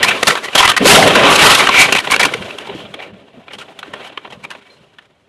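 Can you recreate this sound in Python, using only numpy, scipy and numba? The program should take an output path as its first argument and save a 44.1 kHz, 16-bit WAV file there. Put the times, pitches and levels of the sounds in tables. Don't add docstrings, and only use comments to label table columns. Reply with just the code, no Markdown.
import sys
import numpy as np
from scipy import signal
from scipy.io import wavfile
from scipy.ndimage import uniform_filter1d
from numba import njit

SR = 44100
rng = np.random.default_rng(int(sys.argv[2]) if len(sys.argv) > 2 else 0)


def dump(signal):
    limited = np.clip(np.atleast_2d(signal).T, -1, 1)
    pcm = np.round(limited * 32767).astype(np.int16)
    wavfile.write(sys.argv[1], SR, pcm)


N = 233055

# (s, panels dB, trim dB, shards dB)
GRIND = [(0.0, -22, -20, -43), (.19, -32, -29.5, -42.5), (.3, -37, -22.5, -21), (.4, -36, -37, -46), (.57, -41, -28.5, -42.5),
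         (.63, -39, -19, -16.5), (.78, -49, -37, -47), (.82, -9, -19.5, -34), (.87, -18, -7.5, -7.5), (.93, -14.5, -10.5, -12.5),
         (1.0, -11, -11, -17.5), (1.2, -13, -11.5, -30.5), (1.321, -14, -7, -19), (1.47, -14, -4.5, -11),
         (1.54, -18, -6.5, -15), (1.585, -22, -16, -24), (1.66, -29, -18.5, -27.5), (1.74, -27, -16.5, -43), (1.812, -22.5, -8, -12), (1.94, -32.5, -31.5, -42),
         (2.06, -34.5, -29.5, -39), (2.18, -36, -30, -50), (2.28, -28, -24, -39), (2.47, -34.5, -36, -49.5), (2.64, -39.5, -38, -53.5), (2.82, -37, -38.5, -60),
         (2.93, -43.5, -46, -60.5), (3.06, -41.5, -44, -62), (3.22, -44, -51, -65.5), (3.44, -50, -53, -68), (3.6, -46, -49, -59.5), (3.92, -41, -41.5, -58), (4.01, -41, -39, -57),
         (4.06, -43, -31.5, -45.5), (4.11, -46.5, -46.5, -65), (4.4, -49.5, -50, -62.5), (4.61, -50, -51, -65), (4.67, -52, -47, -57.5), (4.79, -54.5, -55, -65.5),
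         (5.28, -62, -62, -75.5)]
# (s, level dB, low ring Hz, high ring Hz, high ring above low ring dB, panels above level dB,
#  shards above level dB, rise s, t60 s)
BLOWS = [(.03, -3, 1750, 1950, 14.5, -28, -9, 0.0012, 0.14), (.046, -10.5, 1150, 2240, -7.5, -27, -5, 0.00713, 0.016),
         (.086, -7.5, 1624, 2570, 15, -32, -11, .008, 0.083), (.114, -11.5, 1550, 2719, -2, -17, -23, 0.011, 0.072),
         (.231, 1.5, 1192, 1944, 6, -11, -10.5, .0017, 0.0098), (.271, -6, 1528, 4349, 12, -13, -3.5, .0015, .04),
         (.277, -2, 1526, 1980, 1, -10, -5.5, .004, 0.074),
         (.308, -11, 1639, 1908, -1, -24, -14, 0.011, .027), (.321, -19.5, 521, 1980, 1.5, -7, -18, 0.0089, 0.13),
         (.354, -11.5, 1432, 3240, -23, -15, -15, .0011, .02), (.376, -16, 1638, 1928, -18, -15, -18.5, .012, 0.058),
         (0.447, -16.5, 437.6, 1970, 6, -12.5, -9, .012, 0.065), (.484, -18.5, 1152, 2047, 9, -9.5, -23, 0.0051, 0.035),
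         (.532, -25.5, 450, 2640, 21, -19, -16, .0058, .08), (.554, -1.5, 1551, 2970, 4, -10.5, -6.5, 0.0025, 0.057),
         (.585, -1.5, 1686, 3243, 7, -15, -6.5, 0.0095, .12), (.605, -3.5, 980, 3210, -1, -25, -14, .002, 0.021),
         (.629, -3, 1127, 1950, -3, -20.5, -21, .0026, 0.051), (.644, -4, 1208, 2800, -10, -16, -18, .002, 0.027),
         (.655, -2.5, 1074, 2060, 2, -27, -10, 0.00471, 0.043), (.678, -5, 1193, 2028, 1.5, -15, -11, 0.0018, 0.016),
         (.698, -2, 1207, 3105, 1, -18, -9, .012, .05), (.717, -6, 1631, 3000, -1, -23, -10, .002, 0.021),
         (.735, -17, 1590, 2393, 14, -10.5, -26, .0015, 0.079), (.766, -9, 1832, 1832, 3, -37, -7.5, 0.001, 0.051),
         (.776, -7, 1504, 1950, 17, -22, -12, .002, .03), (.812, -18, 451.8, 1856, 11, 6, -28.5, .0085, 0.038),
         (.857, 3, 480.1, 2492, -18, -1.5, -10.5, 0.0019, .035), (.907, 1.5, 1389, 2741, 11, -21, -19, .012, .055),
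         (.959, 2, 1495, 3347, 1, -24, -11, .012, 0.039), (1.026, -1.5, 727, 2060, 5.5, -6, -29, .002, 0.037),
         (1.077, -1.5, 500.8, 2047, 2.5, -10, -11, 0.0044, 0.044),
         (1.155, -1.5, 1660, 2588, -14, -19, -17, 0.002064, 0.048), (1.235, -5, 887, 2606, 12, -20, -35, 0.00198, .031),
         (1.361, -9, 868, 2516, 8, -19, -5, .012, .029), (1.391, -10, 823, 2598, 2, -22, -28, .002, 0.055),
         (1.465, 4, 1581, 2796, 6, -14, -12, .002, 0.041), (1.549, -3, 690, 3600, 20, -15, -6, 0.0022, .035),
         (1.597, -3, 1202, 2220, 2, -17, -16, .0015, 0.17), (1.671, -2, 1742, 2981, 1, -19, -27, 0.0015, .028),
         (1.69, -3.5, 1142, 2900, -15, -14, -31, .002, .037), (1.742, -7, 1355, 2290, -5, -11, -16, .002, 0.092),
         (1.781, -9, 1598, 2383, -6, -7, -30, 0.011, 0.0445), (1.802, -9, 1060, 2200, 16, -35, -33, .0013, 0.055),
         (1.888, -11.5, 1528, 2140, 6, -6, -27, .0039, 0.028), (1.925, -3.5, 1760, 2635, 13, -10.5, -8, .0018, 0.052),
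         (1.951, -8.5, 1007, 2702, 9, -10, -11, 0.0021, 0.032), (1.966, -10, 1477, 2330, 10.5, -20, -11.5, 0.011, 0.0809),
         (1.989, -8.5, 1203, 3170, 24, -29.5, -11, 0.0067, 0.01), (2.002, -23.5, 1021, 2010, 13.5, -27, -5, 0.011, .033),
         (2.044, -22.5, 1547, 1809, -7.5, -20, -12, 0.0043, 0.19), (2.073, -13.5, 669, 2225, -20, -8, -24, 0.0022, 0.023),
         (2.103, -18, 976, 2208, 7, -13, -13, .008, 0.042), (2.111, -12, 971, 4300, 14, -20, -1.5, .001, .02), (2.118, -3.5, 1081, 2266, 4.5, -13.5, -8, .0014, 0.12),
         (2.141, -4.5, 1370, 2297, 17, -31, -22, .012, 0.011), (2.163, -7, 1684, 2490, 1, -11, -7.5, 0.00097, 0.00799),
         (2.197, -4.5, 1620, 2340, 0, -14, -8, .0017, 0.12), (2.231, -7, 1801, 2270, 0, -16, -8.5, 0.0021, 0.064),
         (2.252, -7.5, 1182, 2620, -2, -12, -7.5, 0.0021, 0.059), (2.288, -23, 1703, 2270, 5, -13, -21.5, .012, 0.068),
         (2.338, -12.5, 1648, 2134, 17, -23.5, -14, 0.00124, .032), (2.507, -26, 1203, 2575, 10, -22.5, -17, 0.013, 0.03),
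         (2.585, -22.5, 870, 3137, 13, -28, -11, .0032, .014), (2.673, -28.5, 910, 3270, -9, -8, -15, .011, 0.076),
         (2.698, -25.5, 847, 3230, -21.5, -2, -38, 0.0086, 0.0672), (2.858, -33, 672, 3217, 9, -8, -30, 0.011, 0.049),
         (2.941, -26, 810.4, 3247, 21, -16, -15.5, .002, .046), (2.992, -30, 720, 2300, -2, -12, -27, 0.0018, 0.045),
         (3.005, -30.5, 698, 2210, -1, -18, -25, 0.011, .14), (3.024, -32, 943, 2580, 3, -22, -29, 0.0027, 0.15),
         (3.283, -44.5, 730, 2008, -22, -3.5, -26.5, 0.00797, 0.0394), (3.38, -51.5, 453, 2078, -13, 9, -20, .012, 0.097),
         (3.482, -25, 788, 2381, 6, -29, -39, 0.00058, 0.028), (3.513, -30.5, 558, 2046, 10, -23, -24, 0.009, 0.022),
         (3.54, -27.5, 1450, 3000, 16, -10, -12.5, 0.013, 0.077), (3.586, -33, 454, 3520, 12, -13, -9, .0024, 0.18),
         (3.616, -27.5, 1392, 3017, -6, -9.5, -13.5, 0.015, 0.069), (3.688, -38.5, 716.1, 2080, -11.5, -9, -26, 0.0071, 0.028),
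         (3.79, -26, 873, 3520, 19, -20, -10, 0.00077, 0.067), (3.83, -21.5, 1564, 3190, -5.5, -29, -25, .001, .022),
         (3.938, -21.5, 1144, 1908, 4, -9.5, -16, .0025, .02), (4.047, -31, 766.4, 2788, 2, -16, -13, 0.0022, 0.053),
         (4.075, -34, 817, 2982, 2, -20, -11, .012, .05), (4.096, -35, 747, 2760, -3, -13, -28, .0027, .07),
         (4.176, -14, 1078, 3243, -5, -16.5, -29, 0.0012, 0.019), (4.25, -26, 860.7, 2970, -25.5, -7.5, -46, 0.00315, 0.047),
         (4.275, -38, 1124, 1810, -2, -2, -31, 0.0015, 0.02355), (4.303, -33.5, 845, 3500, 3, -10, -15, 0.00339, 0.12),
         (4.324, -31.5, 768, 1988, -4, -8, -13.5, .002, .1), (4.441, -33.5, 1065, 2333, 7, -18, -11, 0.01095, 0.052),
         (4.45, -18.5, 1100, 2300, 11, -11.5, -19, .0015, 0.017), (4.505, -25.5, 1385, 3400, -3, -16.5, -7.5, .001, .04),
         (4.512, -30, 1406, 2614, -12, -22, -17, 0.00974, .13), (4.551, -30, 896, 2510, -9, -15, -25, 0.00203, 0.057),
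         (4.986, -31, 1601, 3080, -1, -26, -21.5, 0.001, 0.032)]
DEBRIS = [(15, -48), (25, -20.5), (81, -13), (313, 2.5), (348, 2), (407, 3.5), (1150, 2), (1800, -1), (2270, 0),
          (3030, 2), (4840, -12.5), (11100, -20.5), (12700, -39.5), (16500, -56.5), (22000, -120)]
# (from Hz, to Hz, grains a second, cycles a grain, size scatter dB)
PANELS = (200, 700, 1500, 4.4, 2.5)
TRIM = (700, 4200, 6000, 8.6, 3.26)
SHARDS = (3780, 9660, 12000, 2.2, 3.8)
SPLINTERS = (9000, 18000, 8100, 2.4, 2.5)
SPLINTER_DB = -8
CABIN_T60_S, CABIN_DB = 0.073, -18.5
CLIP = 0.96
DULL_HZ, DULL_DB = 12800, -20
TOP_HZ = 15687
# (s, Hz, dB, t60 s)
TINKS = [(4.655, 2280, -43, 0.14), (4.695, 2320, -47, 0.12), (4.702, 4140, -43.5, 0.21)]
ROAD_HZ, ROAD_DB = 110., -62.5
BASS_HZ = 81
SHELL = (32, 227, 500, 1.1, 4.2)
# (s, length s, ring Hz, dB)
SCRAPES = [(0.084, 0.088, 2360, -18), (0.35, 0.06, 1090, -22), (1.01, 0.1, 740, -5.5), (1.301, 0.093, 1130, -13.5),
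           (1.794, 0.11, 2280, -4.5), (2.735, .08, 838, -42), (2.819, 0.071, 3110, -49), (3.029, .05, 2298, -40), (3.399, .15, 710, -46),
           (3.711, .1, 780, -41), (4.05, .05, 757, -37), (4.36, .1, 1100, -48.5)]
DRAG_HZ, DRAG_OCTAVES, DRAG_DB = 1422, .6, -12
RING_DB = -4.5
# (s, dB)
THUDS = [(.04, -32), (.26, -38), (.66, -39.5), (.83, -24.5), (.94, -17.5), (1.07, -26), (1.28, -23), (1.43, -26),
         (1.87, -32), (2.1, -35), (2.22, -29.5), (2.411, -31), (2.72, -33.5), (2.85, -36), (3.13, -40.5), (3.38, -44),
         (3.57, -45.5), (3.91, -44), (4.35, -37), (4.81, -50.5)]
THUD_RISE_DB_S, THUD_FALL_DB_S = 251.5, 148
ROCKING_DB = -17.5
# (s, peak dB, Hz)
KNOCKS = [(0.807, -8, 214.8), (0.824, -7, 277), (0.848, -3, 385.3), (0.887, -2, 391.4), (2.348, -20, 453),
          (2.691, -24, 404), (2.75, -23, 315), (2.95, -28, 315), (3.128, -26.5, 195), (3.373, -31, 244),
          (3.88, -28, 313.1), (3.937, -28, 425), (4.175, -30, 448.7)]
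TICK_DB, TICK_RISE_S = -1, 0.00071
KNOCK_T60_S = .09
CRUSH_S, CRUSH_RISES = 0.0039, 2.1


def undb(db):
    return 10 ** (np.asarray(db) / 20)


def unit(x):
    return x / np.sqrt(np.mean(x ** 2))


@njit
def svf(x, hz, width):
    y, b, l = np.empty(len(x)), 0., 0.
    for i in range(len(x)):
        g, k = np.tan(np.pi * hz[i] / SR), width
        v = (b + g * (x[i] - l)) / (1 + g * (g + k))
        b, l, y[i] = 2 * v - b, l + 2 * g * v, k * v
    return y


@njit
def chime(start, hz, cycles, size, length):
    out = np.zeros(length)
    for k in range(len(start)):
        p = np.exp((2j * np.pi - 1 / cycles[k]) * hz[k] / SR)
        z = size[k] + 0j
        for i in range(start[k], min(length, start[k] + int(5 * cycles[k] * SR / hz[k]))):
            out[i] += z.imag
            z *= p
    return out


def walk(rate):
    k = int(SR / rate)
    return unit(uniform_filter1d(np.repeat(rng.standard_normal(N // 50), k)[:N], k))


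def grains(material, count=90000):
    low, high, rate, cycles, scatter_db = material
    when, pitch, spread, big, side = rng.random((count, 5)).T
    start = (np.cumsum(-np.log(1 - when)) / rate * SR).astype(np.int64)
    hz = low + (high - low) * pitch
    at, db = np.transpose(DEBRIS)
    size = undb(np.interp(np.log(hz), np.log(at), db) + scatter_db * np.minimum(-np.log(1 - big), 2.5)) * np.sqrt(hz)
    size = size * np.sign(side - .5)
    heard = start < N
    stream = chime(start[heard], hz[heard], (cycles * (0.67 + spread))[heard], size[heard], N)
    return unit(signal.sosfilt(signal.butter(3, min(1.28 * high, .4 * SR), fs=SR, output="sos"), stream))


def blows():
    force, hz = np.zeros((5, N)), np.ones((2, N)) * np.reshape(BLOWS[0][2:4], (2, 1))
    for s, db, low_hz, high_hz, lean_db, panel_db, shard_db, rise, t60 in BLOWS:
        i = max(int(s * SR) - SR // 25, 0)
        t = np.arange(i, min(N, i + SR // 5)) / SR - s
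        lasts = np.array([[1.5], [1.], [.8], [.9], [.7]])
        shape_db = 12 * np.minimum(t, 0) / rise - 60 * np.maximum(t - min(CRUSH_S, CRUSH_RISES * rise), 0) / t60 / lasts
        rings_db = RING_DB - np.maximum([lean_db, -lean_db], 0)
        above_db = np.array([panel_db, -3, shard_db, *rings_db])[:, None]
        force[:, i:i + len(t)] += undb(db + above_db + shape_db) ** 2
        hz[:, int((s - rise) * SR):] = [[low_hz], [high_hz]]
    return np.sqrt(force) * undb(2.1 * walk(220.)), hz


def cabin(x):
    t = np.arange(SR // 5) / SR
    tail = rng.standard_normal(len(t)) * undb(-60 * t / CABIN_T60_S) * (t > .002)
    tail = signal.lfilter([1], [1, -.6], tail)
    return x + undb(CABIN_DB) * signal.fftconvolve(x, tail / np.sqrt(np.sum(tail ** 2)))[:N]


def tinks():
    s, hz, db, t60 = np.transpose(TINKS)
    tone = chime((s * SR).astype(np.int64), hz, t60 * hz / np.log(1000), undb(db), N)
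    return tone * undb(2.5 * walk(90.))


def road():
    return unit(svf(rng.standard_normal(N), np.full(N, ROAD_HZ), 1.2)) * undb(ROAD_DB + 2.1 * walk(0.78))


def shell(panel_db):
    power = undb(panel_db + ROCKING_DB) ** 2
    for s, db in THUDS:
        t = np.arange(N) / SR - s
        power = power + undb(db + np.minimum(THUD_RISE_DB_S * t, -THUD_FALL_DB_S * t)) ** 2
    return grains(SHELL) * np.sqrt(power)


def scrape(trim_db):
    hz, level = DRAG_HZ * 2 ** np.clip(DRAG_OCTAVES * walk(12.), -2, 2), undb(trim_db + DRAG_DB)
    for s, length, ring_hz, db in SCRAPES:
        near = np.maximum(1 - np.abs(np.arange(N) / SR - s) / length, 0)
        hz, level = np.where(near > 0, ring_hz, hz), level + undb(db) * near ** 2
    return unit(svf(rng.standard_normal(N), hz, 0.12)) * level


def knocks():
    s, db, hz = np.transpose(KNOCKS)
    tone = chime((s * SR).astype(np.int64), hz, KNOCK_T60_S * hz / np.log(1000), undb(db), N)
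    return tone * undb(2.5 * walk(60.))


def ticks():
    s, db, _, hz, *_, rise, _ = np.transpose(BLOWS)
    size = undb(db + TICK_DB) * np.minimum(TICK_RISE_S / rise, 1)
    return chime(((s - rise) * SR).astype(np.int64), hz, np.full(len(s), 1.2), size, N)


def scene():
    s, *columns = np.transpose(GRIND)
    panel_db, trim_db, shard_db = (np.interp(np.arange(N) / SR, s, c) for c in columns)
    force, struck_hz = blows()
    slip_db = 2.1 * walk(60.) + 1.2 * walk(18.)
    out = tinks() + knocks() + ticks() + shell(panel_db)
    for material, db, hit in zip((PANELS, TRIM, SHARDS), (panel_db, trim_db, shard_db), force):
        level = np.hypot(undb(db + slip_db + 1.2 * walk(24.96)), hit)
        out = out + grains(material) * level
    out = out + grains(SPLINTERS) * undb(SPLINTER_DB) * level ** 1.066
    out = out + scrape(trim_db) * undb(slip_db)
    for hz, hit, waver in zip(struck_hz, force[3:], (.13, .07)):
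        phase = 2 * np.pi * np.cumsum(hz * (1 + waver * walk(500.))) / SR
        out = out + np.sqrt(2) * np.sin(phase) * undb(2.3 * walk(300.)) * hit
    return (cabin(out) + road())[None]


def record(dry):
    thin = signal.sosfilt(signal.butter(2, BASS_HZ, "high", fs=SR, output="sos"), dry)
    flat = thin / (1 + np.abs(thin / CLIP) ** 4) ** 0.3
    dull = signal.sosfiltfilt(signal.ellip(6, .1, 40, DULL_HZ, fs=SR, output="sos"), flat)
    mix = np.clip(dull + undb(DULL_DB) * (flat - dull), -1, 1)
    return signal.sosfilt(signal.ellip(8, .2, 70, TOP_HZ, fs=SR, output="sos"), mix)


dry = scene()
out = record(dry)
dump(out)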